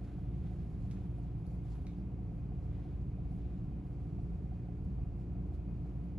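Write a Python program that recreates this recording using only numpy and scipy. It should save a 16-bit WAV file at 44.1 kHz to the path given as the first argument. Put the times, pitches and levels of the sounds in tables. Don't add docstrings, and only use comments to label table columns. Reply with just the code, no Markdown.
import sys
import numpy as np
from scipy import signal
from scipy.fft import rfft, irfft
from scipy.io import wavfile

SR = 44100
rng = np.random.default_rng(int(sys.argv[2]) if len(sys.argv) > 2 else 0)


def wav_out(sig):
    wavfile.write(sys.argv[1], SR, np.round(np.clip(np.atleast_2d(sig).T, -1, 1) * 32767).astype(np.int16))


N = 272714


def from_db(db):
    return 10 ** (np.asarray(db) / 20)


def bin_hz():
    return np.maximum(np.arange(N // 2 + 1) * SR / N, 1)


def slope(points):
    hz, db = np.transpose(points)
    return from_db(np.interp(np.log(bin_hz()), np.log(hz), db))


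def humps(modes):
    power = 0
    for hz, width, db in modes:
        detuning = (bin_hz() - hz) / width
        power = power + (from_db(db) / (1 + 2 * detuning ** 2)) ** 2
    return np.sqrt(power)


def noise(gain):
    white = rng.standard_normal(N)
    return irfft(rfft(white) * gain, N) * np.sqrt(SR / 2)


def drift(rate):
    slow = noise(1 / (1 + (bin_hz() / rate) ** 2) ** 2)
    return slow / slow.std()


def resonate(x, hz, width):
    radius = np.exp(-np.pi * width / SR)
    zeros = np.array([1, 0, -1]) * (1 - radius * radius) / 2
    poles = [1, -2 * radius * np.cos(2 * np.pi * hz / SR), radius * radius]
    return signal.lfilter(zeros, poles, x + 1e-18)


def strike(times, sizes, shape):
    hits = np.zeros(N)
    samples = np.clip(np.round(times * SR).astype(int), 0, N - 1)
    np.add.at(hits, samples, sizes)
    return signal.fftconvolve(hits, shape)[:N]


def stereo(mid, side):
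    return np.array([mid + side, mid - side])


def ports(analytic, lead, pan_db):
    left_right = []
    for sign in (1, -1):
        turned = np.real(analytic * np.exp(.5j * sign * lead))
        left_right.append(turned * from_db(.5 * sign * pan_db))
    return np.array(left_right)


FAN_HZ = 57.35
# multiple of the turning rate [1], level/dB [rms]
HUM_HARMONICS = [(1, -44.5), (2, -49), (3, -58), (4, -72), (5, -58.5), (6, -63.5), (7, -70), (10, -83.5)]


def fan_hum(waver_db=1.0, sway=0.06):
    turn = 2 * np.pi * FAN_HZ * np.arange(N) / SR + sway * drift(0.47)
    hum = np.zeros(N)
    for multiple, db in HUM_HARMONICS:
        amplitude = np.sqrt(2) * from_db(db + waver_db * drift(3.4))
        hum += amplitude * np.cos(round(multiple) * turn + rng.uniform(0, 2 * np.pi))
    return hum


def follow_level(x, band_hz, level, window_s=0.4, trim_db=-1.07):
    in_band = (bin_hz() > band_hz[0]) & (bin_hz() < band_hz[1])
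    band = irfft(rfft(x) * in_band, N)
    window = np.hanning(int(window_s * SR))
    weight = signal.fftconvolve(np.ones(N), window, "same")
    power = signal.fftconvolve(band ** 2, window, "same") / weight
    curve_db = np.interp(np.arange(N) / SR, *np.transpose(level))
    return x - band + band / np.sqrt(power) * from_db(trim_db + curve_db)


DEEP_HZ, UPPER_HZ = (45, 95), (122, 205)
# f/Hz, width/Hz, level/dB [per Hz on top]
ROOM_MODES = [(41.2, 4.5, -61.5), (58.5, 18, -64.5), (78.7, 11.4, -58.5), (111.6, 6.5, -63.5),
              (132.7, 11.2, -59.5), (158.2, 5.5, -60.5), (173.1, 8, -61), (189.6, 8.2, -63),
              (209.9, 6, -71.5), (228.3, 7, -72), (256.3, 17, -79), (296, 18, -80), (433.3, 9, -83),
              (464, 14, -89)]
# [rms, before trim_db]
DEEP_CURVE = [(0.0, -45.5), (0.418, -38.5), (0.57, -42), (1.201, -41.5), (1.35, -43), (1.83, -40.5),
              (1.92, -43), (2.73, -40), (3.36, -41), (3.45, -38), (3.6, -47.5), (3.72, -43), (3.87, -44),
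              (4.35, -38.5), (4.771, -45.5), (4.889, -39.5), (5.07, -37), (5.22, -44.5), (5.37, -38.5),
              (5.82, -41.5), (6.031, -40.5), (6.18, -43)]
# [rms, before trim_db]
UPPER_CURVE = [(0.0, -50), (0.3, -41), (0.81, -45.5), (0.901, -41.5), (1.14, -45), (1.529, -43.5),
               (1.89, -45.5), (2.039, -43), (2.25, -47), (2.4, -42.5), (2.699, -45.5), (3.09, -43),
               (3.69, -43.5), (4.02, -46.5), (4.17, -42), (4.769, -45.5), (4.92, -41), (5.1, -46.5),
               (5.43, -41.5), (5.58, -49.5), (5.7, -42.5), (6.18, -43.5)]
# f/Hz, level/dB [per Hz]
AIR_COMMON = [(20, -88), (32, -76.5), (100, -73), (200, -79), (340, -81.5), (420, -88), (520, -90.5),
              (720, -96), (950, -99.7), (1250, -104), (1800, -112.5), (2400, -111.2), (3600, -122.5),
              (5500, -125.8), (7300, -129), (8400, -135), (10000, -131.5), (12000, -135)]
# f/Hz, level/dB [per Hz]
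AIR_DIFFERING = [(20, -101), (150, -87), (330, -103.5), (650, -94.5), (1000, -104), (1900, -125),
                 (3000, -125), (6500, -133), (8500, -128), (12000, -138)]
# f/Hz, width/Hz, level/dB [per Hz on top]
GRILLE_WHISTLES = [(2041, 14, -111), (2170, 15, -107), (2258, 15, -107), (2489, 15, -102), (2772, 20, -114),
                   (2879, 18, -113), (3205, 30, -116), (4590, 55, -118)]


def ventilation(whistle_db=0.0):
    rumble = noise(humps(ROOM_MODES)) + fan_hum()
    rumble = follow_level(rumble, DEEP_HZ, DEEP_CURVE)
    rumble = follow_level(rumble, UPPER_HZ, UPPER_CURVE)
    hiss = stereo(noise(slope(AIR_COMMON)), noise(slope(AIR_DIFFERING)))
    air = hiss + from_db(whistle_db) * noise(humps(GRILLE_WHISTLES))
    return ports(signal.hilbert(rumble), lead=-0.37, pan_db=-.5) + air * from_db([[-.2], [.2]])


PICTURE_HZ, FIRST_PICTURE_S = 29.97, .0135
IDLE_DB, SECOND_DB, FIFTH_WEAK_DB, FIFTH_STRONG_DB = -66.5, -60, -61.5, -56.5
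# [nominal peak, before hard_db]
OWN_LEVEL_NUDGES = [(0.019, -54), (0.119, -56.5), (0.181, -53.5), (0.515, -52), (0.85, -52), (1.184, -51),
                    (1.517, -54), (1.716, -56), (1.85, -56), (1.985, -57), (2.184, -54.5), (2.315, -54),
                    (2.517, -52), (2.85, -53), (3.185, -52.5), (3.317, -53), (4.02, -56), (4.189, -51.5),
                    (4.521, -50.5), (4.684, -51), (4.99, -55), (5.355, -56.5), (5.52, -54), (5.853, -55),
                    (6.12, -58)]


def lens_drive(ring_hz=712, ring_spread=0.036, rise_s=0.0045, scatter_db=1.5, jitter_s=0.0006, own_db=-1.4):
    t = np.arange(SR // 20) / SR
    picture = np.arange(int(N / SR * PICTURE_HZ))
    second, fifth = picture % 2 == 1, picture % 5 == 0
    size, slip = rng.standard_normal((len(picture), 2)).T
    cycle_db = np.select([fifth & second, fifth, second],
                         [FIFTH_STRONG_DB, FIFTH_WEAK_DB, SECOND_DB], IDLE_DB)
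    db = cycle_db + scatter_db * size
    times = FIRST_PICTURE_S + picture / PICTURE_HZ + jitter_s * slip
    for at, peak_db in OWN_LEVEL_NUDGES:
        db[np.argmin(np.abs(times - at))] = peak_db + own_db
    pitches = ring_hz * (1 + ring_spread * np.array([0.14, 0.1, 0.54, 0.94, 1]))
    dealt = rng.integers(len(pitches), size=len(picture))
    swell = t / rise_s * np.exp(1 - t / rise_s)
    nudges = np.zeros(N)
    for k, hz in enumerate(pitches):
        ring = swell * np.sin(2 * np.pi * hz * t)
        nudges += strike(times, from_db(db) * (dealt == k), ring)
    return ports(signal.hilbert(nudges, 2 * N)[:N], lead=1.0, pan_db=1.0)


STROKE_PIVOT_HZ, STROKE_FLAT_HZ = 4000, 3000
STROKE_EDGE_ORDER = 4
GRIP_DB = -94
# [per Hz, relative]
RUB_COMMON = [(500, -32), (1500, -17), (2600, -23.5), (4200, -27), (5600, -32.5), (7600, -33.5),
              (8500, -48), (9600, -34), (11300, -33.5), (12500, -51)]
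# [per Hz, relative]
RUB_DIFFERING = [(1000, -36), (3500, -33.5), (6800, -38), (7900, -28), (9500, -36.5), (10700, -43.5),
                 (12000, -40.5)]
FLICKER_EDGES = (0, 2000, 4000, 8000, 16000)
# middle t/s, length/s [between 1/e points], level/dB [peak, before level_db],
# tilt/dB [per octave: sleeve dull, fingertip bright], low edge f/Hz [higher for a lighter touch]
HAND_STROKES = [(0.11, 0.21, -85.5, -2.5, 900), (0.522, 0.48, -89.5, -0.5, 1500),
                (0.82, 0.15, -91.5, 2, 3000), (0.97, 0.2, -90, -1.5, 1000), (1.21, 0.26, -93, 0.5, 2000),
                (1.49, 0.16, -94, 5.5, 3500), (1.715, 0.2, -86, 1, 2200), (1.925, 0.16, -89.5, -4.5, 2200),
                (2.36, 0.07, -101, 6, 5000), (2.65, 0.083, -100, 4, 5000), (2.81, 0.3, -90.5, -7.5, 1300),
                (2.84, 0.22, -99, -4, 8000), (3.35, 0.11, -87.5, -1, 5000), (3.5, 0.38, -93, -5, 2800),
                (3.9, .08, -98, 3.5, 5500), (4.24, 0.55, -97, 1.5, 3000), (4.845, 0.032, -97, 6, 6000),
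                (5.22, 0.06, -102, 6, 4000), (5.549, 0.036, -85.5, 1, 3500), (5.84, 0.19, -94, -3, 4500),
                (6.06, .07, -100, 4, 7000)]


def rubbing(level_db=-5.5, grain_db=1.0, unsteady_db=1.5):
    t = np.arange(N) / SR
    hiss = stereo(noise(slope(RUB_COMMON)), noise(slope(RUB_DIFFERING)))
    spectrum = rfft(hiss)
    octaves = np.log2(np.maximum(bin_hz(), STROKE_FLAT_HZ) / STROKE_PIVOT_HZ)
    rub = from_db(GRIP_DB) * hiss
    for at, length, db, tilt_db, edge_hz in HAND_STROKES:
        low_cut = np.hypot(1, (edge_hz / bin_hz()) ** STROKE_EDGE_ORDER)
        colour = from_db(tilt_db * octaves) / low_cut
        bell = np.exp(-(2 * (t - at) / length) ** 2)
        rub = rub + from_db(db) * bell * irfft(spectrum * colour, N)
    spectrum = rfft(rub)
    flickering = np.zeros((2, N))
    for low, high in zip(FLICKER_EDGES, FLICKER_EDGES[1:]):
        in_band = (bin_hz() >= low) & (bin_hz() < high)
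        flickering += irfft(spectrum * in_band, N) * from_db(unsteady_db * drift(21))
    grain = from_db(level_db + grain_db * drift(64))
    return flickering * grain * from_db([[-.6], [.6]])


ROOM_T60_S = .32
PORT_LAG_S = .00006
# f/Hz, width/Hz, level/dB [added to the creak's case share]
CASE_RING = [(2310, 180, 5), (5700, 1100, -8), (11000, 1100, -12)]
# t/s, level/dB [peak before the low-pass], ring f/Hz, ring width/Hz,
# case ring share/dB, room tail share/dB
CASE_CREAKS = [(0.9123, -43, 2500, 3200, -15, -33), (0.9159, -56, 1500, 1200, -12, -33),
               (0.9177, -53, 2200, 2200, -5, -31), (0.918, -55, 6400, 2000, -9, -28),
               (1.4667, -60, 4500, 700, -9, -29), (1.4672, -56, 10300, 900, -14, -34),
               (1.756, -51, 1210, 596, -17, -31), (1.8677, -58, 4200, 800, -9, -29),
               (1.8681, -49, 3760, 420, -4, -30), (1.8693, -52, 2210, 320, -12, -32)]


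def case_body(x, ring_hz, ring_width, case_db):
    ringing = resonate(x, ring_hz, ring_width)
    for hz, width, gain_db in CASE_RING:
        ringing = ringing + from_db(case_db + gain_db) * resonate(x, hz, width)
    return ringing


def case_clicks(soft_hz=12000):
    t = np.arange(SR // 2) / SR
    direct = (t == 0) * 1.0
    clicks = np.zeros((2, N))
    for at, db, ring_hz, ring_width, case_db, room_db in CASE_CREAKS:
        tails = rng.standard_normal((2, len(t))) * from_db(room_db - 60 * t / ROOM_T60_S)
        excitation = direct + stereo(tails[0], .5 * tails[1])
        peak = np.abs(case_body(direct, ring_hz, ring_width, case_db)).max()
        shapes = case_body(excitation, ring_hz, ring_width, case_db) / peak
        clicks += [strike(np.array([at]), from_db(db), shape) for shape in shapes]
    clicks[0] = irfft(rfft(clicks[0]) * np.exp(-2j * np.pi * bin_hz() * PORT_LAG_S), N)
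    low_pass = signal.butter(2, min(soft_hz, SR * .45), fs=SR, output="sos")
    return signal.sosfilt(low_pass, clicks) * from_db([[-.6], [.6]])


def scene():
    return ventilation() + lens_drive() + rubbing() + case_clicks()


CUTOFF_HZ = 12100


def record(dry):
    low_pass = signal.ellip(10, .1, 80, CUTOFF_HZ, fs=SR, output="sos")
    return signal.sosfiltfilt(low_pass, dry)


dry = scene()
out = record(dry)
wav_out(out)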